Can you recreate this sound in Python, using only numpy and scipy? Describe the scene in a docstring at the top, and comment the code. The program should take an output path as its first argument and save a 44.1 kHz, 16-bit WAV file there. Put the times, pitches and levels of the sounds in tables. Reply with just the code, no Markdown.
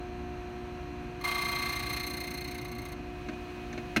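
"""Inside a van, a key cutting machine runs: its motor hums over a low drone and the rush of belt and fan.
A key is held to the spinning toothed cutter, which bites once a turn: the teeth sing, the key chatters,
chips rasp and the bench shudders. The contact gets lighter until the key is clear.
A hand then taps the carriage lightly and knocks it back against its stop."""
import sys
import numpy as np
from scipy import signal
from scipy.fft import rfft, irfft, next_fast_len
from scipy.io import wavfile
from scipy.ndimage import uniform_filter1d, map_coordinates

SR = 44100
rng = np.random.default_rng(int(sys.argv[2]) if len(sys.argv) > 2 else 0)


def put_to_file(sound):
    """Save the sound as 16-bit audio at rate SR, in the file named by the first command-line argument."""
    columns = np.atleast_2d(sound).T  # one column per channel
    safe = np.clip(columns, -1, 1)
    whole_steps = np.round(safe * 32767)
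    wavfile.write(sys.argv[1], SR, whole_steps.astype(np.int16))


N = 176400
TIME_S = np.arange(N) / SR


def amp(db):
    return 10 ** (np.asarray(db) / 20)


def unit(x):
    return x / np.sqrt(np.mean(x ** 2) + 1e-20)


def curves(rows):
    """One value per sample for each column after the time."""
    times_s, *columns = np.transpose(rows)
    return [np.interp(TIME_S, times_s, column) for column in columns]


def wobble(rate_hz):
    """Smooth random curve, rate_hz knots a second."""
    knots = rng.standard_normal(int(N * rate_hz / SR) + 4)
    return map_coordinates(knots, [TIME_S * rate_hz])


def filtered(x, response):
    """x through a complex frequency response."""
    size = next_fast_len(N + SR // 2)
    return irfft(rfft(x, size) * response(np.fft.rfftfreq(size, 1 / SR)), size)[:N]


def coloured(x, spectrum):
    """x shaped by (frequency [Hz], gain [dB]) points; rms 1."""
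    points_hz, db = np.transpose(spectrum)
    return unit(filtered(x, lambda hz: amp(np.interp(np.log(hz + 1), np.log(points_hz + 1), db))))


def noise(spectrum):
    """Coloured noise; rms 1."""
    return coloured(rng.standard_normal(N), spectrum)


def tone(cycles):
    """Sine; rms 1."""
    return np.sqrt(2) * np.sin(2 * np.pi * cycles)


def harmonics(cycles, table, waver_db, drift_cycles, rate_hz):
    """Multiples of a rotation, each wavering in level and phase."""
    return sum(amp(db + waver_db * wobble(rate_hz))
               * tone(k * cycles + rng.random() + drift_cycles * wobble(rate_hz)) for k, db in table)


def resonate(x, modes):
    """x through resonances of alternating sign; rms 1."""
    def response(hz):
        return sum((-1) ** k * amp(db) * 1j * hz * width / (centre ** 2 - hz ** 2 + 1j * hz * width)
                   for k, (centre, width, db) in enumerate(modes))
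    return unit(filtered(x, response))


def ring(modes, age_s):
    """Modes fading after a blow."""
    return sum(amp(db - 60 * age_s / t60_s) * np.sin(2 * np.pi * hz * age_s + 0.3 * wobble(150))
               for hz, db, t60_s in modes)


def cab(x, t60_s=0.08, echo_db=-13):
    """Adds the short echo of the van's walls."""
    t = np.arange(SR // 4) / SR
    tail = rng.standard_normal(len(t)) * amp(-60 * t / t60_s) * (t > 0.003)
    return x + amp(echo_db) * signal.fftconvolve(x, tail / np.linalg.norm(tail))[:N]


# drone partials (multiple of the turning rate, level [dB])
DRONE_PARTIALS = [(1, -68), (2, -54.5), (3, -52), (4, -56.5), (5, -60), (6, -57), (7, -57.5)]


def drone(turning_hz=23.78):
    """Low drone, as of an idling engine."""
    return harmonics(turning_hz * TIME_S, DRONE_PARTIALS, waver_db=2.5, drift_cycles=0.11, rate_hz=4.025)


# fan hiss and air rush (frequency [Hz], relative density [dB])
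FAN_SPECTRUM = [(900, -6), (1900, -9), (2250, -0.5), (2480, -1.5), (2680, -12), (2850, 0), (3200, -9),
                (4200, -8.5), (5200, -17), (6200, -19), (8000, -24), (12000, -26), (15800, -28)]
AIR_SPECTRUM = [(25, -22), (41, 4), (65, -1), (180, -0.5), (320, -3.5), (420, -12), (600, -10.5),
                (710, -5.5), (830, -13.5), (1050, -10), (1400, -14), (1650, -11), (1900, -14),
                (2600, -16.5), (3200, -21.5), (3800, -26.5), (4100, -17.5), (4350, -25), (5000, -34),
                (6200, -27), (7200, -39), (9000, -38.5), (10500, -45.5), (12200, -40.5), (15000, -46),
                (15800, -55)]


def belt_and_fan(fan_db, air_db=-46.5):
    """The fan hisses over a steady rush of air."""
    return amp(fan_db) * noise(FAN_SPECTRUM) + amp(air_db + 0.36 * wobble(10)) * noise(AIR_SPECTRUM)


# motor hum (multiple of the mains, level [dB])
HUM_PARTIALS = [(1, -50), (2, -56.5), (4, -53.5), (5, -62.5), (6, -44.5), (8, -64), (10, -67), (12, -50),
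                (16, -65), (18, -66), (22, -64.5), (26, -68), (40, -65)]


def motor(hum_gain_db, fan_db, mains_hz=59.83, whine_hz=2729):
    """Electric motor: mains hum, a whine and a thin high buzz that follows the fan's level."""
    hum = harmonics(mains_hz * TIME_S, HUM_PARTIALS, waver_db=0.5, drift_cycles=0.015, rate_hz=5)
    whine = harmonics(whine_hz * TIME_S, [(1, -66.5)], waver_db=1, drift_cycles=0.068, rate_hz=8)
    buzz = amp(-57 + 0.59 * (fan_db - fan_db.max())) * tone(42 * mains_hz * TIME_S)
    return amp(hum_gain_db) * hum + whine + buzz


# shaft vibration (multiple of the cutter speed, level [dB])
SHAFT_PARTIALS = [(6, -62), (8, -54), (9, -63), (10, -53)]


def shaft(turns):
    """The cutter's shaft shakes as it turns."""
    return harmonics(turns, SHAFT_PARTIALS, waver_db=2, drift_cycles=0.084, rate_hz=4.97)


# shielding by the operator (time [s], hum and drone gain [dB], fan level [dB])
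SHIELDING = [(0, 0.5, -70), (1.2, -1, -65), (2.7, -1, -73), (3.05, -2, -61.5), (3.4, -2, -56.5),
             (4, -0.5, -55.5)]


def background(turns):
    """Running machine and drone; the hiss rises as the operator steps aside."""
    gain_db, fan_db = curves(SHIELDING)
    return motor(gain_db, fan_db) + amp(gain_db) * drone() + shaft(turns) + belt_and_fan(fan_db)


# bench shudder (time [s], level [dB])
SHUDDER_LEVEL = [(1.2, -72), (1.3, -56), (1.6, -50.5), (2.1, -48.5), (2.5, -50), (2.9, -50.5), (3, -75)]
# bench response (frequency [Hz], relative density [dB])
BENCH_SPECTRUM = [(70, -40), (120, 8.5), (180, -13), (290, 5), (340, -3.5), (450, -24), (1000, -64)]


def shudder():
    """The bench shakes while the cutter is loaded."""
    level_db, = curves(SHUDDER_LEVEL)
    return amp(level_db) * noise(BENCH_SPECTRUM)


# impact crack (frequency [Hz], relative density [dB])
CRACK_SPECTRUM = [(100, -16), (400, 1), (900, -4.5), (1650, 4.5), (2700, -1.5), (4500, -10.5), (8000, -19),
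                  (15800, -26)]
# carriage, bench and small metal parts (frequency [Hz], gain [dB], t60 [s])
CARRIAGE_MODES = [(634, -6.5, 0.12), (1390, -15, 0.059), (1574, -5, 0.059), (2165, -0.5, 0.033),
                  (2700, -6, 0.038), (4150, -2.5, 0.028)]
THUD_MODES = [(121, -11.5, 0.15), (234, 0.5, 0.093), (301, 0.5, 0.11)]
PING_MODES = [(6030, -1, 0.024), (6400, -5, 0.03), (7000, -12, .03)]
CLINK_MODES = [(2490, 0.5, .09)]


def carriage_blows(blows, crack_t60_s, ring_db, attack_s, cutoff_hz):
    """Each blow cracks, rings the carriage and thuds into the bench; a soft touch dulls the crack."""
    out = np.zeros(N)
    for start_s, metal_db, thud_db, ping_db, clink_db in blows:
        age_s = np.maximum(TIME_S - start_s, 0)
        crack = filtered(noise(CRACK_SPECTRUM), lambda hz: 1 / np.sqrt(1 + (hz / cutoff_hz) ** 4))
        metal = amp(-60 * age_s / crack_t60_s) * crack + amp(ring_db) * ring(CARRIAGE_MODES, age_s)
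        parts = amp(ping_db) * ring(PING_MODES, age_s) + amp(clink_db) * ring(CLINK_MODES, age_s)
        thud = amp(thud_db) * ring(THUD_MODES, age_s)
        out += (1 - np.exp(-age_s / attack_s)) * (amp(metal_db) * metal + thud + parts)
    return out


# blows on the carriage (time [s], metal gain [dB], thud gain [dB], ping gain [dB], clink gain [dB])
HAND_TAPS = [(3.285, -36.5, -31, -44, -50), (3.331, -47, -47, -51, -40), (3.727, -40, -37, -38.5, -50),
             (3.776, -36, -32, -45, -50)]
STOP_KNOCKS = [(3.9622, -21, -35.5, -43, -45), (3.9678, -21.5, -20.5, -33.5, -36)]


def handling():
    """A hand taps the carriage, then knocks it against its stop."""
    taps = carriage_blows(HAND_TAPS, crack_t60_s=0.076, ring_db=-1, attack_s=0.0027, cutoff_hz=5500)
    knocks = carriage_blows(STOP_KNOCKS, crack_t60_s=0.048, ring_db=-1.5, attack_s=0.0011, cutoff_hz=16000)
    return taps + knocks


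def swell(turns, crest_turns, width_turns, depth_db):
    """Envelope of a ring that builds and fades once a turn, never quite stopping; rms 1."""
    offset = (turns - crest_turns + 0.5) % 1 - 0.5
    return unit(np.exp(-0.5 * (offset / width_turns) ** 2) + amp(-depth_db))


# lighter contact bites more abruptly and briefly, lets go further, trembles more
# (time [s], rise [dB/turn], hold [turns], extra depth [dB], tremble [cycles])
BITE_SHAPE = [(1.3, 42, 0.22, -8, .02), (1.6, 60, 0.24, -5, .03), (2.1, 120, 0.19, 4, .09),
              (2.6, 190, 0.12, 10, .24)]


def bite(turns, lag_turns, fall_db_per_turn, depth_db):
    """Envelope: once a turn the cutter digs in, holds and eases off; rms near 1."""
    rise_db_per_turn, hold_turns, extra_depth_db, _ = curves(BITE_SHAPE)
    phase = (turns - lag_turns) % 1
    easing = amp(-fall_db_per_turn * np.maximum(phase - hold_turns, 0))
    digging = amp(-rise_db_per_turn * (1 - phase))
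    ripple = amp(-0.2 * np.cos(2 * np.pi * 4 * (phase - 0.04)))  # four pressure swells a turn
    pressure = (np.maximum(easing, digging) + amp(-depth_db - extra_depth_db)) * ripple
    return pressure / np.sqrt(uniform_filter1d(pressure ** 2, size=3020))  # over about two turns


TEETH = 72


def strikes(turns, scatter):
    """One impulse per tooth: its own unevenness plus random scatter on each pass."""
    tooth = np.floor(turns * TEETH).astype(int)
    hits = np.flatnonzero(np.diff(tooth))
    unevenness = unit(irfft(np.exp(2j * np.pi * rng.random(TEETH // 2 + 1))))
    impulses = np.zeros(N)
    impulses[hits] = unevenness[tooth[hits] % TEETH] + scatter * rng.standard_normal(len(hits))
    return impulses


def scraping(turns):
    """Tooth strikes and noise, pulsed by the bite."""
    grit = unit(unit(strikes(turns, scatter=0.43)) + 1.07 * rng.standard_normal(N))
    return bite(turns, lag_turns=0.1, fall_db_per_turn=19.5, depth_db=14) * grit


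# chip hiss (frequency [Hz], relative density [dB])
CHIP_SPECTRUM = [(1500, -7), (4500, -9), (5500, 3.5), (7500, -7.5), (9000, 1.5), (12000, -2), (13700, -3),
                 (15800, 1)]


def chips(turns):
    """Chips hiss at each bite."""
    return amp(-9.7) * bite(turns, lag_turns=0.01, fall_db_per_turn=30, depth_db=20) * noise(CHIP_SPECTRUM)


# rasp colour (frequency [Hz], relative gain [dB])
RASP_SPECTRUM = [(200, -6), (600, -7.5), (900, -3), (1400, -4.5), (1600, 2.5), (1900, 1), (2500, -3),
                 (2700, 3), (3400, -13), (3900, -4), (4500, -10.5), (5200, -11.5), (7000, -18.5),
                 (15800, -24)]
# clamp resonances (frequency [Hz], width [Hz], relative gain [dB])
CLAMP_RESONANCES = [(2083, 126, -2.5), (2474, 110, 4), (3806, 195, -6), (4220, 140, 0.5)]


def rasp(scrape):
    """The scrape sounds as a broad rasp and rings the clamp."""
    return amp(-2) * coloured(scrape, RASP_SPECTRUM) + resonate(scrape, CLAMP_RESONANCES)


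# key and jaw resonances (frequency [Hz], width [Hz], relative gain [dB])
KEY_RESONANCES = [(706, 34, -9), (962, 80, -10.5), (1182, 67, -6.5), (1586, 37, -13)]
JAW_RESONANCES = [(2860, 39, -12.5), (3190, 74, 8.5), (3530, 28, -9)]


def key_chatter(turns, scrape):
    """The key springs back after each bite and shivers as the next starts; the jaws ring along."""
    spring = swell(turns, crest_turns=0.5, width_turns=0.08, depth_db=17)
    shiver = swell(turns, crest_turns=0.05, width_turns=0.15, depth_db=20)
    kicks = unit(spring + amp(-2) * shiver)
    rattle = resonate(strikes(turns, scatter=0.44) * kicks, KEY_RESONANCES)
    clean_ring = kicks * tone(39 * turns + 0.07 * wobble(120))  # locked to the turning
    return amp(-5) * clean_ring + amp(-5.5) * rattle + amp(-12) * resonate(scrape, JAW_RESONANCES)


def tooth_tone(turns, k, smear_cycles, rate_hz, rough_db):
    """Multiple k of the tooth rate, smeared as the key trembles."""
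    return amp(rough_db * wobble(260)) * tone(k * TEETH * turns + smear_cycles * wobble(rate_hz))


# treble overtones (multiple of the tooth rate, gain [dB])
SQUEAL_PARTIALS = [(3, -2.5), (4, -6), (5, -5), (6, -3), (7, -6)]


def squeal(turns, tremble_cycles, sag_turns=0.00073):
    """Overtones of the tooth note, bent as each bite holds the teeth back."""
    flexed = turns + sag_turns * np.cos(2 * np.pi * (turns - 0.1)) + 0.0005 * wobble(130)
    overtones = sum(amp(db) * tooth_tone(flexed, k, 0.11 + tremble_cycles / 3, rate_hz=330, rough_db=2.5)
                    for k, db in SQUEAL_PARTIALS)
    return amp(-1.8) * bite(turns, lag_turns=0.02, fall_db_per_turn=43, depth_db=21) * overtones


def singing_teeth(turns, tremble_cycles, note_db, octave_db):
    """The tooth note swells once a turn; its octave follows the bite, then swells again."""
    note = tooth_tone(turns, 1, tremble_cycles, rate_hz=170, rough_db=1)
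    note *= swell(turns, crest_turns=0.32, width_turns=0.16, depth_db=9)
    octave = tooth_tone(turns, 2, tremble_cycles + 0.07, rate_hz=240, rough_db=1.8)
    grip = bite(turns, lag_turns=0.022, fall_db_per_turn=47, depth_db=25)
    after_ring = amp(3) * swell(turns, crest_turns=0.36, width_turns=0.074, depth_db=14.5)
    return amp(note_db - 1) * note + amp(octave_db - 3) * unit(grip + after_ring) * octave


# gains in the cut (time [s], chatter [dB], tooth note [dB], octave [dB], rasp and chips [dB], squeal [dB])
CUT_GAINS = [(1.28, -37, -38, -43, -42, -51.5), (1.5, -40.5, -39.5, -40.5, -43.5, -51.5),
             (1.68, -41, -41.5, -42.5, -43, -52), (1.82, -45, -44.5, -43.5, -45, -51.5),
             (1.94, -44.5, -45, -41.5, -43, -51), (2.12, -53, -47.5, -45, -48.5, -52),
             (2.38, -60, -48.5, -45.5, -50, -55), (2.55, -66, -52, -53.5, -51, -58),
             (2.7, -56, -53.5, -53, -57.5, -60.5), (2.9, -59.5, -54, -58, -58, -61)]
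# key meets and leaves the cutter (time [s], gain [dB])
CONTACT_GAIN = [(1.2, -64), (1.213, -10), (1.235, -18), (1.241, 1.5), (2.935, 1), (2.965, -45), (3.05, -90)]
# every second bite is stronger as the key comes clear (time [s], swing [dB])
SKIP_SWING = [(2.5, 0), (2.78, 2.3)]


def cutting(turns):
    """The key on the cutter: all its sounds follow the contact, and the treble flickers."""
    chatter_db, note_db, octave_db, rasp_db, squeal_db = curves(CUT_GAINS)
    tremble_cycles = curves(BITE_SHAPE)[-1]
    contact_db = curves(CONTACT_GAIN)[0] + curves(SKIP_SWING)[0] * np.cos(np.pi * (turns - 0.2))
    teeth = singing_teeth(turns, tremble_cycles, note_db, octave_db)
    scrape = scraping(turns)
    body = teeth + amp(rasp_db) * rasp(scrape) + amp(chatter_db) * key_chatter(turns, scrape)
    treble = amp(squeal_db) * squeal(turns, tremble_cycles) + amp(rasp_db) * chips(turns)
    return amp(contact_db + 0.39 * wobble(28.86)) * (body + amp(1.03 * wobble(28.89)) * treble)


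# cutter rotation (time [s], speed [turns/s])
CUTTER_SPEED = [(0, 29.6), (1.2, 29.6), (1.27, 29.15), (1.7, 29.14), (2.1, 29.24), (2.9, 29.33),
                (3.05, 29.6), (4, 29.6)]
BITE_S = 2.0325  # one bite reaches full depth


def scene():
    """Mono mix; the cutter's rotation times the shaft and the cut."""
    speed_hz, = curves(CUTTER_SPEED)
    turns = np.cumsum(speed_hz) / SR
    turns -= np.interp(BITE_S, TIME_S, turns)
    hand = handling()
    return (background(turns) + shudder() + cab(cutting(turns) + hand))[None]


def record(dry, top_hz=15850):
    """Brick-wall low-pass."""
    return filtered(dry[0], lambda hz: hz < top_hz)[None]


dry = scene()
out = record(dry)
put_to_file(out)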